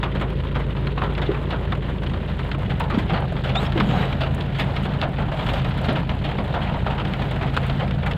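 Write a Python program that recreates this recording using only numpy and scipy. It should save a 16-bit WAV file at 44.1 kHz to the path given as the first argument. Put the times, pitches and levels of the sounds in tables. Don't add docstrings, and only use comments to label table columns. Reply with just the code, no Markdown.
import sys
import numpy as np
from scipy import signal
from scipy.fft import rfft, irfft, next_fast_len
from scipy.io import wavfile
from scipy.ndimage import uniform_filter1d, map_coordinates

SR = 44100
rng = np.random.default_rng(int(sys.argv[2]) if len(sys.argv) > 2 else 0)


def master_out(mix):
    frames = np.transpose(np.atleast_2d(mix))
    ceiling = np.clip(frames, -1, 1)
    pcm = np.round(ceiling * 32767).astype(np.int16)
    wavfile.write(sys.argv[1], SR, pcm)


N = 360297

# (frequency [Hz], relative density [dB])
RUMBLE_SPECTRUM = [(13, -44), (22, -6.5), (54, -3), (92, 1.5), (139, 5), (158, 3.5), (243, -5),
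                   (330, -11.5), (430, -68), (730, -120)]
# (frequency [Hz], relative density [dB])
PANEL_SPECTRUM = [(260, -19), (450, -1.5), (712, -1.5), (1000, -4.5), (1110, -8.5), (1330, -7.5),
                  (2200, -14.5), (3000, -13.5), (3800, -19), (5670, -40.5), (10900, -54), (13600, -44),
                  (15600, -54)]
# (frequency [Hz], relative density [dB])
TREBLE_SPECTRUM = [(3530, -21), (6000, -17), (6270, -5), (7440, -1.5), (10800, -12.5), (13600, -9),
                   (14700, -22), (15500, -14)]
# (lowest point [s], depth [Hz])
IDLE_SAGS = [(.479, .785), (3.308, 2.82), (3.882, 1.55), (5.441, 3.52), (7.336, 1.35)]

TURN_S = (1.17, 3.3)
BAND_LIMIT_HZ = 15690


def amp(db):
    return 10 ** (np.asarray(db) / 20)


def unit(x):
    return x / np.sqrt(np.mean(x ** 2, axis=-1, keepdims=True) + 1e-20)


def along(points, hz):
    f, v = np.transpose(points)
    return np.interp(np.log(hz + 1), np.log(f + 1), v, left=-120, right=-120)


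def curves(rows):
    s, *cols = np.transpose(rows)
    return [np.interp(np.arange(N) / SR, s, c) for c in cols]


def wobble(rate_hz, size=N):
    coarse = np.arange(0, size + 16, 16)
    knots = rng.standard_normal(int(size * rate_hz / SR) + 4)
    smooth = map_coordinates(knots, [coarse * rate_hz / SR])
    return np.interp(np.arange(size), coarse, smooth)


def filtered(x, response):
    m = next_fast_len(x.shape[-1] + 1024)
    return irfft(rfft(x, m) * response(np.fft.rfftfreq(m, 1 / SR)), m)[..., :x.shape[-1]]


def noise(spectrum, shape=N):
    return unit(filtered(rng.standard_normal(shape), lambda hz: amp(along(spectrum, hz))))


def bursts(times_s, gains, t60_s, rise_s):
    t = np.arange(SR // 8) / SR
    strikes = np.bincount((times_s * SR).astype(int), gains ** 2, N)[:N]
    power = (amp(-60 * t / t60_s) * (1 - np.exp(-t / rise_s))) ** 2
    return np.sqrt(np.abs(signal.oaconvolve(strikes, power)[:N]))


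def add_at(out, start_s, x):
    start = round(start_s * SR)
    out[start:start + len(x)] += x


def facing(pair_db):
    return np.interp(np.arange(N) / SR, TURN_S, pair_db)


def idle_rate():
    idle_hz, fall_s, recover_s = 27.654, .293, .32
    t = np.arange(N) / SR
    rate_hz = np.full(N, idle_hz)
    for s, depth_hz in IDLE_SAGS:
        sink = np.clip(1 + (t - s) / fall_s, 0, 1)
        recovery = np.exp(-np.abs(t - s) / recover_s)
        rate_hz -= depth_hz * np.where(t < s, sink, recovery)
    return rate_hz


def engine():
    # (multiple of the firing rate, level [dB])
    weak_orders = [(3, -35), (4, -65), (6, -45), (7, -40)]
    # (time [s], level [dB])
    ping_rows = [(5.814, -46), (5.851, -53), (5.889, -56), (5.927, -49), (7.465, -55), (7.54, -49)]
    second_db, fifth_rest_db, rumble_db = (-28, -31.5), -32, (-29, -26.5)
    pull_s, pull_db, slack_db_per_hz_s = 0.24, 4.5, -0.23

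    rate_hz = idle_rate()
    turns = np.cumsum(rate_hz) / SR
    after = np.clip(np.arange(N) / SR - np.array(IDLE_SAGS)[:, :1], 0, None) / pull_s
    effort = (after * np.exp(1 - after)).sum(axis=0)
    sinking_hz_s = uniform_filter1d(np.clip(-np.gradient(rate_hz) * SR, 0, None), size=2000)
    fifth_db = fifth_rest_db + pull_db * effort + slack_db_per_hz_s * sinking_hz_s

    def order(k, db, waver_db):
        level = np.sqrt(2) * amp(db + waver_db * wobble(9))
        return level * np.sin(2 * np.pi * (k * turns + 0.054 * wobble(6)))

    boom = order(2, facing(second_db), 0.38) + order(5, fifth_db, 0.63)
    boom += sum(order(k, db, 2.8) for k, db in weak_orders)

    firings_s = np.flatnonzero(np.diff(np.floor(turns + 0.88))) / SR
    beat = bursts(firings_s, amp(2 * rng.standard_normal(len(firings_s))), t60_s=.04, rise_s=.0015)
    tick_spectrum = [(5000, -30), (7500, -4), (8800, -9), (10100, 0), (11200, -10), (15000, -16)]
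    tick = amp(-62) * beat * noise(tick_spectrum)

    ping_s, ping_db = np.transpose(ping_rows)
    ping_spectrum = [(5000, -15), (8600, -14), (9000, 2), (9400, -16), (14000, -18)]
    ping = bursts(ping_s, amp(ping_db), t60_s=0.035, rise_s=0.0013) * noise(ping_spectrum)

    rumble = amp(facing(rumble_db) + 1.25 * wobble(24)) * noise(RUMBLE_SPECTRUM)
    return boom + tick + ping + rumble


def patter():
    # (frequency [Hz], relative density [dB])
    roof_spectrum = [(200, -26.5), (300, -3.5), (380, 4), (480, -2.5), (650, -6.5)]
    # (time [s], level [dB])
    roof_swell = [(0, -0.5), (.55, -2), (1.2, 0.5), (1.9, 1), (2.75, -1), (3.05, 6), (3.3, 2.5), (4.5, 1),
                  (5.3, 0), (6.5, 2), (8.17, -1)]
    spots_hz = [603, 1150, 2100, 3440, 4570]
    roof_db, patter_db, spray_db = (-34, -42.5), (-36.5, -35), (-74.5, -71.5)

    near = np.zeros(N)
    for hz in spots_hz:
        when, luck = rng.random((2, 600))
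        gains = amp(-20 * luck ** 1.36)
        colour = noise([(hz * 0.24, -22), (hz * 0.54, -6), (hz, 0), (hz * 1.24, -6), (21000, -14)])
        near += bursts(when * N / SR, gains, t60_s=0.052, rise_s=0.00044) * colour

    when, luck = rng.random((2, 2500))
    tiny = bursts(when * N / SR, amp(-22 * luck ** 0.55), t60_s=0.0073, rise_s=0.0003)
    near += amp(-7.0) * tiny * noise([(600, -15), (2500, -2), (21000, -1)])

    when, luck = rng.random((2, 900))
    taps = np.bincount((when * N).astype(int), amp(-24 * luck ** .7), N)
    near += amp(6) * filtered(taps, lambda hz: hz / (hz + 900))
    near = unit(filtered(near, lambda hz: amp(along(PANEL_SPECTRUM, hz))))

    wash = amp(-6.0 + 2.6 * wobble(35)) * noise(PANEL_SPECTRUM)
    roof_level_db = facing(roof_db) + curves(roof_swell)[0] + 1.17 * wobble(20)
    roof = amp(roof_level_db) * noise(roof_spectrum)
    near_envelope = np.sqrt(np.abs(uniform_filter1d(near ** 2, size=200)))
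    spray = amp(facing(spray_db) + 2.1 * wobble(30)) * noise(TREBLE_SPECTRUM)
    spray *= unit(.6 + near_envelope)
    return roof + spray + amp(facing(patter_db)) * (wash + amp(-2.0) * near)


def big_drops():
    # (time [s], level [dB], dull share [dB], length scale [s])
    placed = [(0.03, -23.5, 1, 0.029), (0.151, -31, 4, 0.032), (0.2115, -27, 3.5, 0.03),
              (.303, -31, -7, 0.011), (0.5531, -28.5, 3, 0.029), (.601, -33.5, 0, 0.028),
              (.766, -34, 3, 0.017), (0.9766, -30.5, 5.5, 0.024), (1.018, -27, 6.5, 0.015),
              (1.034, -29, 5, 0.038), (1.151, -27, -12, 0.012), (1.179, -26.5, 1.5, 0.021),
              (1.2177, -24.5, 0, 0.023), (1.262, -30, -16, 0.023), (1.3438, -34, 5.5, 0.026),
              (1.427, -36, -1, 0.012), (1.506, -25.5, -1.5, 0.022), (1.523, -30, 8, 0.025),
              (1.722, -21.5, 0, 0.011), (1.751, -30, -11, .01), (1.821, -37, 1.5, 0.047),
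              (2.034, -26, -4.5, 0.01), (2.064, -27, -10, 0.013), (2.136, -25.5, 1.5, 0.0067),
              (2.285, -38, 4, 0.021), (2.392, -25, -2.5, 0.011), (2.5152, -19, -18, 0.01),
              (2.547, -29.5, 3, 0.011), (2.7053, -26.5, -1.5, 0.023), (2.799, -30, 7, 0.04),
              (2.9, -28, 4, 0.031), (2.939, -31.5, -1, 0.043), (2.9855, -28, -2.5, 0.04),
              (3.096, -27.5, 4.5, 0.029), (3.133, -30.5, 7.5, 0.078), (3.438, -30.5, -0.5, 0.086),
              (3.492, -26, -1.5, 0.023), (3.554, -20, 1, 0.019), (3.65, -26, -11, 0.012),
              (3.666, -21.5, -7, 0.0087), (3.7222, -29.5, -23, 0.02), (3.7753, -21.5, -2, 0.017),
              (3.8005, -15, -6, 0.013), (3.911, -30, 2, 0.011), (3.982, -27.5, -6, 0.02),
              (4.053, -31, -5, 0.013), (4.127, -24.5, -13, 0.011), (4.0246, -25.5, 3, 0.019),
              (4.2073, -26, 1, 0.051), (4.38, -34, 7, 0.018), (4.406, -28.5, -5, 0.021),
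              (4.5463, -36, -10, 0.21), (4.586, -26, 0, 0.037), (4.597, -20.5, -9.5, 0.033),
              (4.764, -23.5, -12, 0.02), (4.832, -34.5, -7, 0.047), (4.8514, -30, 4.5, 0.026),
              (4.9356, -31, 1.5, 0.029), (4.998, -31, -8, 0.013), (5.0145, -19.5, -8, 0.011),
              (5.027, -25, 5, 0.027), (5.184, -35, 8, 0.046), (5.222, -32, -4, 0.015),
              (5.283, -36, 9, 0.02), (5.3183, -32, 5, 0.041), (5.372, -31, -10, 0.013),
              (5.388, -30, 0, 0.043), (5.464, -25, -6, 0.026), (5.4863, -25, -1.5, 0.037),
              (5.535, -24.5, -4, 0.021), (5.5787, -28, -14, 0.015), (5.593, -28, -15, 0.019),
              (5.616, -31, -8, 0.016), (5.646, -26, -1, 0.013), (5.708, -27, -11, 0.018),
              (5.774, -29, -21, 0.029), (5.8437, -25.5, -3, 0.026), (5.885, -24.5, 2, 0.052),
              (5.956, -26, -2, 0.026), (5.969, -25, -3, 0.01), (6.092, -28.5, 3.5, 0.024),
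              (6.2407, -28.5, -1, 0.051), (6.2886, -28.5, -2, 0.018), (6.312, -30.5, -1, 0.028),
              (6.384, -30.5, 7.5, 0.025), (6.478, -31, 0, 0.016), (6.526, -30, -16, 0.013),
              (6.541, -29.5, 8.5, 0.038), (6.6145, -33.5, 2.5, 0.081), (6.632, -33, -9, 0.016),
              (6.67, -35.5, 8, 0.04), (6.741, -32, 6.5, 0.018), (6.864, -26.5, 2, 0.027),
              (6.9015, -33, 6.5, 0.051), (6.98, -26.5, 2, 0.013), (6.9965, -26.5, -0.5, 0.03),
              (7.0505, -25.5, -2.5, 0.015), (7.136, -24.5, -5, 0.012), (7.1937, -34, 3, 0.03),
              (7.221, -23.5, -8, 0.011), (7.3123, -26, -7, 0.02), (7.361, -27.5, 3.5, 0.0092),
              (7.411, -29, 2.5, 0.017), (7.425, -26.5, 1.5, 0.028), (7.477, -27.5, -6, 0.012),
              (7.536, -32.5, -21, 0.046), (7.5675, -10, -9, 0.0047), (7.573, -16.5, -7, 0.0094),
              (7.6265, -35, 0, 0.15), (7.6969, -27, -1, 0.018), (7.7972, -28.5, 1.5, 0.049),
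              (7.877, -26.5, -10, 0.01), (7.91, -18.5, -24, 0.0054), (8.0303, -30, 4.5, 0.02),
              (8.062, -24, -0.5, 0.027), (8.1116, -21.5, -28, 0.016)]
    # (frequency [Hz], relative density [dB])
    splat_spectrum = [(200, 4), (400, 3.5), (700, 8), (1300, 3), (2000, -5), (3300, -4), (4200, -14),
                      (4800, -23), (5500, -31.5), (7000, -41)]
    bright_db = facing((-33.5, -31))

    out, t = np.zeros(N + SR), np.arange(SR // 8) / SR
    when = rng.uniform(0.0083, N / SR, size=14)
    luck = rng.standard_normal(size=(14, 3))
    lesser = [(s, -31.5 + 5.5 * a, -5.5 + 5 * b, 0.013 * amp(2.0 * c))
              for s, (a, b, c) in zip(when, luck)]
    all_drops = placed + lesser
    count = len(all_drops)
    shape = (count, len(t))

    def coloured_by_spot(x, step_hz, points):
        spot_db = 2.8 * rng.standard_normal((count, points))
        return unit(filtered(x, lambda hz: amp(
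            [np.interp(hz / step_hz, np.arange(points), row) for row in spot_db])))

    low = [p for p in splat_spectrum if p[0] < 1500] + [(1800, -7.5), (3200, -16.5)]
    high = [(1200, 1), (1600, -3.5)] + [p for p in splat_spectrum if p[0] > 1500]
    dull = coloured_by_spot(noise(low, shape), 150, 14)
    middle = coloured_by_spot(noise(high, shape), 450, 16)
    bright = noise(TREBLE_SPECTRUM, shape) * amp(2.9 * rng.standard_normal((count, 1)))
    ragged = amp(1.0 * noise([(20, -7.0), (150, -7.5), (300, -40.0)], shape))
    crack = 1 + 0.61 * amp(-60 * t / 0.0077)

    def fade(length_s, stretch, rise_s):
        decay = np.exp(-(t / (max(length_s, .003) * stretch)) ** 1.15)
        return decay * (1 - np.exp(-t / rise_s))

    for k, (s, db, dull_db, length_s) in enumerate(all_drops):
        splat = crack * middle[k] * fade(length_s, 0.61, 0.0032)
        splat += amp(dull_db) * dull[k] * fade(length_s, 1.39, 0.0021)
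        splat += amp(bright_db[int(s * SR)]) * bright[k] * fade(length_s, 0.47, 0.00085)
        add_at(out, s - .0015, amp(db) * ragged[k] * splat)
    return out[:N]


def facing_window(x):
    # (centre [Hz], width [Hz], dash level [dB], window level [dB])
    resonances = [(715, 150, -4.5, 0.5), (1170, 230, -0.5, -2.5), (1890, 180, 1.5, 0.5),
                  (4960, 1100, -1, 0)]
    out = x.copy()
    for centre_hz, width_hz, *pair_db in resonances:
        band = filtered(x, lambda hz: np.exp(-((hz - centre_hz) / width_hz) ** 2))
        out += (amp(facing(pair_db)) - 1) * band
    return out


def snaps():
    # (time [s], level [dB], frequency [Hz])
    snap_rows = [(.031, -17, 1600), (1.021, -13, 1300), (1.152, -22, 3600), (3.1763, -23, 3000),
                 (3.7226, -20, 3500), (3.802, -12, 2200), (3.809, -9, 1100), (3.9127, -20, 3000),
                 (4.2369, -16, 2800), (4.4109, -18, 3300), (4.598, -17, 4000), (5.0158, -11, 3600),
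                 (5.027, -13, 1300), (6.0946, -18, 3200), (6.866, -13, 900), (7.137, -17, 3200),
                 (7.5752, -8, 1300), (7.6995, -19, 3200), (8.1359, -22, 3200)]
    decay_cycles = 1.2
    out, t = np.zeros(N + SR), np.arange(SR // 50) / SR
    for s, db, hz in snap_rows:
        envelope = np.exp(-t * hz / decay_cycles) * (1 - np.exp(-t * hz * 3))
        add_at(out, s - .5 / hz, 2 * amp(db) * envelope * np.sin(2 * np.pi * hz * t))
    return filtered(out[:N], lambda hz: 1 / (1 + (hz / 5000) ** 8))


def ticks():
    # (time [s], level [dB], t60 [s])
    tick_rows = [(.303, -55, .03), (1.138, -52, 0.027), (1.404, -60, .03), (2.798, -40.5, 0.036),
                 (3.2036, -51, .03), (4.2358, -56, .03), (4.347, -39, 0.026), (4.4079, -55, .03),
                 (4.597, -48, 0.12), (4.829, -56, 0.05), (5.0916, -47, 0.012), (5.466, -50, 0.037),
                 (5.692, -54, 0.044), (5.776, -51, .05), (6.44, -53, .03), (7.0808, -55, .03),
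                 (7.1337, -54, 0.028), (7.3098, -50, .033), (7.57, -52, .03), (7.666, -43, 0.024),
                 (7.681, -47, 0.013)]
    level, t = np.zeros(N + SR), np.arange(SR // 8) / SR
    for s, db, t60_s in tick_rows:
        add_at(level, s - .001, amp(db - 60 * t / t60_s) * (1 - np.exp(-t / 0.0013)))
    return level[:N] * noise([(3500, -15), (5500, -9), (7500, 3), (9000, 2.5), (13000, -4), (15700, -4)])


def cloth():
    # (middle [s], length [s], hiss [dB], rub [dB])
    strokes = [(1.154, 1, -86, -44.5), (3.033, 0.27, -75, -42), (3.627, 0.11, -60, -31),
               (3.94, 0.67, -67, -30.5), (4.747, 0.26, -76, -38), (4.85, .07, -63, -56),
               (5.463, 0.31, -63, -36.5), (5.81, 0.89, -80, -37.5), (6.74, 0.2, -83, -48),
               (7.18, 0.41, -72, -36.5), (7.64, 0.55, -71, -42.5)]
    # (start [s], length [s], first pitch [Hz], last pitch [Hz], level [dB],
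    #  flutter [share of pitch], overtone level [dB])
    squeaks = [(3.546, .048, 3280, 3790, -27.5, .013, -27), (3.586, .018, 3850, 4100, -39, .014, -20),
               (3.598, .03, 3850, 3930, -49, .03, -8), (3.652, .022, 5350, 5320, -48, .008, -28),
               (3.828, .018, 3900, 3900, -51, .02, -10), (3.845, .17, 3280, 3350, -50, .03, -13),
               (3.855, .09, 3550, 3700, -50, .045, -10), (3.915, .18, 3930, 3830, -45, .018, -22)]
    grip_shape, glide_shape = .8, .7
    door_db = 0.5

    clock = np.arange(N) / SR
    swells = np.array([np.cos(np.pi * np.clip((clock - s) / length_s, -.5, .5))
                       for s, length_s, *_ in strokes])
    hiss, rub = amp(np.array(strokes)[:, 2:].T) @ swells
    when, luck = rng.random((2, 450))
    slips = bursts(when * N / SR, amp(-14 * luck), t60_s=0.022, rise_s=0.0019)
    judder = unit(0.37 + slips)
    out = hiss * unit(.8 + judder) * amp(2.3 * wobble(40)) * noise(TREBLE_SPECTRUM)
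    rubbing = noise(PANEL_SPECTRUM) + amp(door_db) * noise(RUMBLE_SPECTRUM)
    out += rub * judder * amp(3.6 * wobble(30)) * rubbing

    for s, length_s, first_hz, last_hz, db, flutter, overtone_db in squeaks:
        t = np.arange(0, length_s, 1 / SR)
        hz = first_hz + (last_hz - first_hz) * (t / length_s) ** glide_shape
        grip = np.abs(np.sin(np.pi * t / length_s)) ** grip_shape
        phase = 2 * np.pi * np.cumsum(hz * (1 + flutter * wobble(658, size=len(t)))) / SR
        overtones = np.sin(2 * phase) + amp(-15) * np.sin(3 * phase)
        tone = np.sin(phase) + amp(overtone_db) * overtones
        level = np.sqrt(2) * amp(db + 2.5 * wobble(150, size=len(t)))
        add_at(out, s, grip * level * tone)
    return out


def thuds():
    # (time [s], level [dB], frequency [Hz], t60 [s])
    thud_rows = [(1.293, -12, 384, 0.13), (2.941, -14.5, 227, 0.15), (2.979, -6, 202, 0.073),
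                 (3.13, -9, 177, 0.086), (3.76, -12.5, 330, 0.085), (3.793, -7.5, 208, 0.11),
                 (3.811, -10, 201, 0.16), (3.862, -18, 206.6, 0.65), (3.94, -16.5, 730, 0.17),
                 (5.886, -14, 224, 0.14)]
    out, t = np.zeros(N + SR), np.arange(SR // 4) / SR
    for s, db, hz, t60_s in thud_rows:
        body = noise([(hz * 0.38, -14), (hz, 0), (hz * 2.3, -18)], len(t))
        ring = 0.6 * body + 0.66 * np.sin(2 * np.pi * hz * t)
        envelope = amp(db - 60 * t / t60_s) * (1 - np.exp(-t / 0.0037))
        add_at(out, s - .004, envelope * ring)
    return out[:N]


def scene():
    rain = facing_window(patter() + big_drops())
    return (engine() + rain + snaps() + ticks() + cloth() + thuds())[None]


def record(dry):
    return filtered(dry, lambda hz: hz < BAND_LIMIT_HZ)


dry = scene()
out = record(dry)
master_out(out)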